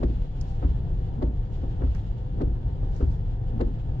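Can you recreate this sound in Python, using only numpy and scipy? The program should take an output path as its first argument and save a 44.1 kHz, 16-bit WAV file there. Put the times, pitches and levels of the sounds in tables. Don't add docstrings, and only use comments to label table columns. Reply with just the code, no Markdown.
import sys
import numpy as np
from scipy import signal
from scipy.fft import rfft, irfft
from scipy.io import wavfile

SR = 44100
rng = np.random.default_rng(int(sys.argv[2]) if len(sys.argv) > 2 else 0)


def transcribe(signal):
    frames = np.atleast_2d(signal).T
    limited = np.clip(frames, -1, 1)
    pcm = np.round(limited * 32767).astype(np.int16)
    wavfile.write(sys.argv[1], SR, pcm)


N = 176400
T = np.arange(N) / SR
HZ = np.fft.rfftfreq(N, 1 / SR)


def amp(db):
    return 10 ** (np.asarray(db) / 20)


def unit(x):
    return x / np.sqrt(np.mean(x ** 2) + 1e-20)


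def curve(points):
    freq_hz, value = np.transpose(points)
    return np.interp(np.log(HZ + 1), np.log(freq_hz + 1), value)


def wander(rate_hz):
    return unit(irfft(rfft(rng.standard_normal(N)) / (1 + (HZ / rate_hz) ** 4), N))


def burst(peak_s, rise_s, fall_s):
    return np.exp(-np.where(T < peak_s, (peak_s - T) / rise_s, (T - peak_s) / fall_s))


# freq_hz, left_right_correlation
STEREO_LIKENESS = [(20, 1), (60, 1), (125, 0.92), (250, 1), (500, 0.95), (1000, 0.24), (2000, 0.085),
                   (12000, 0.056)]
# freq_hz, left_minus_right_db
STEREO_BALANCE = [(25, 1), (125, 1.7), (250, 2.5), (500, -1.5), (1000, -0.5), (2000, -2.5), (3200, -1),
                  (5000, -8.5), (7000, -4.5), (9000, 5), (15000, -8)]

def noise(colour, lean=1):
    a, b = rfft(rng.standard_normal((2, N)))
    likeness = np.clip(curve(STEREO_LIKENESS), -1, 1)
    mid, side = a * np.sqrt(1 + likeness), b * np.sqrt(1 - likeness)
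    pan = amp(lean * curve(STEREO_BALANCE) / 2)
    bumps = rng.standard_normal((2, 2048))
    ripple = np.array([np.interp(HZ / 35, np.arange(len(ear)), ear) for ear in bumps])
    eq = amp(curve(colour) + 3 * ripple * HZ / (HZ + 500))
    return unit(irfft(np.array([(mid + side) * pan, (mid - side) / pan]) * eq, N))


def ring(start_s, modes, push_s, tilt_db=0):
    live = (T > start_s) & (T < start_s + 1)
    t = T[live, None] - start_s
    hz, db, t60_s = np.transpose(modes)
    db = db + tilt_db * np.maximum(np.log2(hz / 250), 0)
    build = 1 - np.exp(-t / (push_s + 0.56 / hz))
    out = np.zeros(N)
    out[live] = -(build * amp(db - 60 * t / t60_s) * np.sin(2 * np.pi * hz * t)).sum(1)
    return out


def whine(pitch_hz, level_db):
    cycles = np.cumsum(pitch_hz * (1 + 0.0071 * wander(rate_hz=31.3))) / SR
    return amp(level_db + 2 * wander(rate_hz=3.3)) * np.sqrt(2) * np.sin(2 * np.pi * cycles)


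# freq_hz, gain_db
RUMBLE_EQ = [(6, -27), (20, -6), (35, 1.5), (48, -5), (75, -6.5), (120, -7.5), (165, -14.5), (210, -26.5),
             (400, -29), (560, -35), (730, -37), (890, -37), (1100, -49.5), (1750, -51.5), (2300, -65.5),
             (4000, -90), (16000, -100)]
# freq_hz, gain_db
HISS_EQ = [(1000, 0), (2300, -5), (3150, 0.5), (4400, -10), (6200, -18.5), (7100, -14), (8300, -33),
           (10000, -35.5), (12500, -29.5), (16000, -35)]
# time_s, level_db
HISS_RIDE = [(0, -62), (.65, -61.5), (1.3, -65), (1.9, -60.5), (2.3, -64), (3.1, -64.5), (4, -63.5)]
# freq_hz, gain_db
SHUDDER_EQ = [(15, -39.5), (36, 11), (70, -14), (400, -86.5)]

def road():
    rumble = amp(-28 + wander(rate_hz=8.2)) * noise(RUMBLE_EQ)
    hiss_db = np.interp(T, *np.transpose(HISS_RIDE)) + 1.4 * wander(rate_hz=17)
    hiss = amp(hiss_db) * noise(HISS_EQ)
    shudder = amp(-27) * burst(peak_s=0.25, rise_s=0.24, fall_s=0.092) * noise(SHUDDER_EQ)
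    return rumble + shudder + hiss


# pitch_hz, relative_level_db
ENGINE_PARTIALS = [(35.5, -39), (54, -37), (108, -41.5), (247, -56)]

def engine():
    clock_s = np.cumsum(1 + 0.016 * wander(rate_hz=3.27)) / SR
    drone = np.zeros(N)
    for hz, db in ENGINE_PARTIALS:
        level = amp(db + 2.5 + 1.4 * wander(rate_hz=4.3))
        drone += level * np.sin(2 * np.pi * (hz * clock_s + rng.random()))
    return drone


# time_s, pitch_hz
DRIVETRAIN_GLIDE = [(0, 471), (.9, 484.4), (1.6, 491.2), (3.2, 508.7), (4, 510.4)]

def drivetrain():
    return whine(np.interp(T, *np.transpose(DRIVETRAIN_GLIDE)), level_db=-59)


def wiper_motor():
    free_hz, down_sag_hz, up_sag_hz = 792.4, 72, 94.7
    load_delay_s, load_rise_s, load_fall_s = 0.1086, 0.11, 0.26
    sag_hz = np.zeros(N)
    for turns, depth_hz in (TOP_HITS, down_sag_hz), (BOTTOM_HITS, up_sag_hz):
        for start_s, *_ in turns:
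            t = T - start_s - load_delay_s
            sag_hz += depth_hz * np.exp(-(t / np.where(t < 0, load_rise_s, load_fall_s)) ** 2)
    return whine(free_hz - sag_hz, level_db=-55 - 0.2 * sag_hz)


# freq_hz, gain_db
RATTLE_EQ = [(90, -15), (170, 1.5), (300, 3), (380, -8.5), (500, -16.5), (1000, -33), (4000, -71)]

def linkage_rattle():
    slowing = sum(burst(s - 0.047, rise_s=.025, fall_s=.025) for s, *_ in TOP_HITS)
    leaving = sum(burst(s + 0.058, rise_s=.01, fall_s=.032) for s, *_ in TOP_HITS)
    return (amp(-34) * slowing + amp(-33.5) * leaving) * noise(RATTLE_EQ)


# start_s, clack_gain_db, flip_gain_db, snap_gain_db, flip_lead_s, tilt_db_per_octave
TOP_HITS = [(.039, 1, 4, -1, 0.0057, -6.5), (1.229, 0.5, 1.5, -3.5, 0.0022, -1),
            (2.420, 0, 3, -4.5, 0.0076, 0), (3.614, 0.5, 5.5, 0.5, 0.0028, 4.5)]
# start_s, thud_gain_db, flip_gain_db
BOTTOM_HITS = [(0.646, 3, 3), (1.835, 2.5, 4.5), (3.025, 4.5, 4.5)]
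# pitch_hz, relative_level_db, t60_s
CLACK_MODES = [(56.6, -17, 0.45), (175.6, -24, 0.14), (257, -27, .14), (285.4, -15, 0.059),
               (341.7, -20.5, 0.074), (467, -32, 0.17), (536.5, -30.5, 0.068), (750, -41.5, 0.018)]
# pitch_hz, relative_level_db, t60_s
THUD_MODES = [(55.5, -15.5, 0.38), (69.6, -14, 0.27), (109, -35.5, 0.14), (254.6, -30.5, 0.14),
              (271, -26, 0.12), (310.4, -30.5, 0.067), (517, -47, 0.016)]
# freq_hz, gain_db
TOP_FLIP_EQ = [(100, -31.5), (200, 2.5), (380, 4), (720, -4), (900, -13), (1500, -22), (2400, -37.5),
               (4500, -49), (8000, -91)]
# freq_hz, gain_db
BOTTOM_FLIP_EQ = [(120, -31), (280, 10.5), (520, 2), (900, -12), (1400, -15.5), (2100, -29), (3000, -33),
                  (8000, -70)]
# freq_hz, gain_db
SNAP_EQ = [(500, -7), (1500, 7.5), (2500, -1), (4300, -2), (5800, -14.5), (7300, -15.5), (9000, -36),
           (15000, -63)]

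def wipers():
    knocks, top_flip, snap, bottom_flip = np.zeros((4, N))
    for start_s, clack_db, flip_db, snap_db, lead_s, tilt_db in TOP_HITS:
        knocks += amp(clack_db) * ring(start_s, CLACK_MODES, push_s=0.00089, tilt_db=tilt_db)
        top_flip += amp(flip_db - 28.5) * burst(start_s - lead_s, rise_s=0.0098, fall_s=0.0076)
        first_blade = amp(-10.5) * burst(start_s - 0.0068, rise_s=0.0008, fall_s=0.0023)
        second_blade = burst(start_s - 0.0014, rise_s=0.0024, fall_s=0.0034)
        snap += amp(snap_db - 42) * (first_blade + second_blade)
    for start_s, thud_db, flip_db in BOTTOM_HITS:
        knocks += amp(thud_db) * ring(start_s, THUD_MODES, push_s=0.0043)
        bottom_flip += amp(flip_db - 35) * burst(start_s - 0.018, rise_s=0.0062, fall_s=0.033)
    grip = unit(amp(1.7 * wander(rate_hz=360)))
    rubber = top_flip * noise(TOP_FLIP_EQ, lean=-0.21)
    rubber += bottom_flip * noise(BOTTOM_FLIP_EQ, lean=-0.3)
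    rubber += snap * noise(SNAP_EQ, lean=0.18)
    return knocks * amp([[.6], [-.6]]) + grip * rubber


def cabin_reverb(x, t60_s=0.19, predelay_s=0.004):
    t = T[:SR // 2]
    tail = rng.standard_normal((2, len(t))) * amp(-60 * t / t60_s) * (t > predelay_s)
    tail /= np.linalg.norm(tail[0])
    band = signal.butter(1, [200, 1800], "bandpass", fs=SR, output="sos")
    return signal.sosfilt(band, signal.fftconvolve(x, tail, axes=1)[:, :N])


# peak_s, click_db, body_db
TICK_HITS = [(.412, -40.5, -67), (1.949, -53.5, -46), (2.964, -53.5, -58)]
# freq_hz, gain_db
CLICK_EQ = [(1000, -44), (3200, -29.5), (4200, -2), (5200, 2.5), (6400, 1), (7200, -1.5), (8800, -25),
            (13000, -32), (16000, -42)]
# freq_hz, gain_db
TICK_BODY_EQ = [(500, -12.5), (1600, 3), (3000, -11.5), (9000, -30), (13000, -29), (16000, -45)]

def ticks():
    click, body = np.zeros((2, N))
    for peak_s, click_db, body_db in TICK_HITS:
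        click += amp(click_db) * burst(peak_s, rise_s=0.00036, fall_s=0.002)
        click += amp(click_db - 19) * burst(peak_s, rise_s=0.0003, fall_s=0.018)
        body += amp(body_db) * burst(peak_s, rise_s=0.0005, fall_s=0.014)
    pan = amp([[-12.5], [0]])
    return pan * (click * noise(CLICK_EQ, lean=0) + body * noise(TICK_BODY_EQ, lean=0))


# peak_s, level_db, rise_s, fall_s
RUSTLE_SWELLS = [(.49, -63.5, 0.038, 0.056), (1.549, -70, 0.045, 0.091), (1.96, -69, 0.024, 0.047),
                 (2.97, -63, 0.053, 0.091), (3.115, -66.5, 0.013, 0.04)]
# freq_hz, gain_db
RUSTLE_EQ = [(1000, -12), (3000, 1), (5200, -0.5), (7200, -4), (8800, -18.5), (12500, -24), (16000, -30)]

def rustles():
    envelope = sum(amp(db) * burst(s, rise_s, fall_s) for s, db, rise_s, fall_s in RUSTLE_SWELLS)
    return envelope * noise(RUSTLE_EQ, lean=0.9)


# peak_s, level_db
MID_STROKE_HITS = [(1.634, -32), (2.828, -33.5)]
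# freq_hz, gain_db
MID_STROKE_EQ = [(120, -17), (270, 11.5), (480, -0.5), (700, -6.5), (1300, -20), (2500, -61), (8000, -69)]

def mid_stroke_knocks():
    envelope = sum(amp(db) * burst(s, rise_s=0.0017, fall_s=0.018) for s, db in MID_STROKE_HITS)
    return envelope * noise(MID_STROKE_EQ)


def scene(right_lag_s=0.00039):
    blades = wipers() + linkage_rattle()
    car = road() + engine() + drivetrain()
    reverb = amp(-7.5) * cabin_reverb(blades)
    left, right = car + blades + reverb + wiper_motor() + mid_stroke_knocks() + ticks() + rustles()
    delay = np.exp(-2j * np.pi * HZ * right_lag_s)
    return np.array([left, irfft(rfft(right) * delay, N)])


def record(dry):
    lowpass = signal.firwin(511, 15800, window=("kaiser", 9), fs=SR)
    fades = np.minimum(np.minimum(T, T[::-1]) / .004, 1)
    return signal.oaconvolve(dry * fades, lowpass[None], "same")


dry = scene()
out = record(dry)
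transcribe(out)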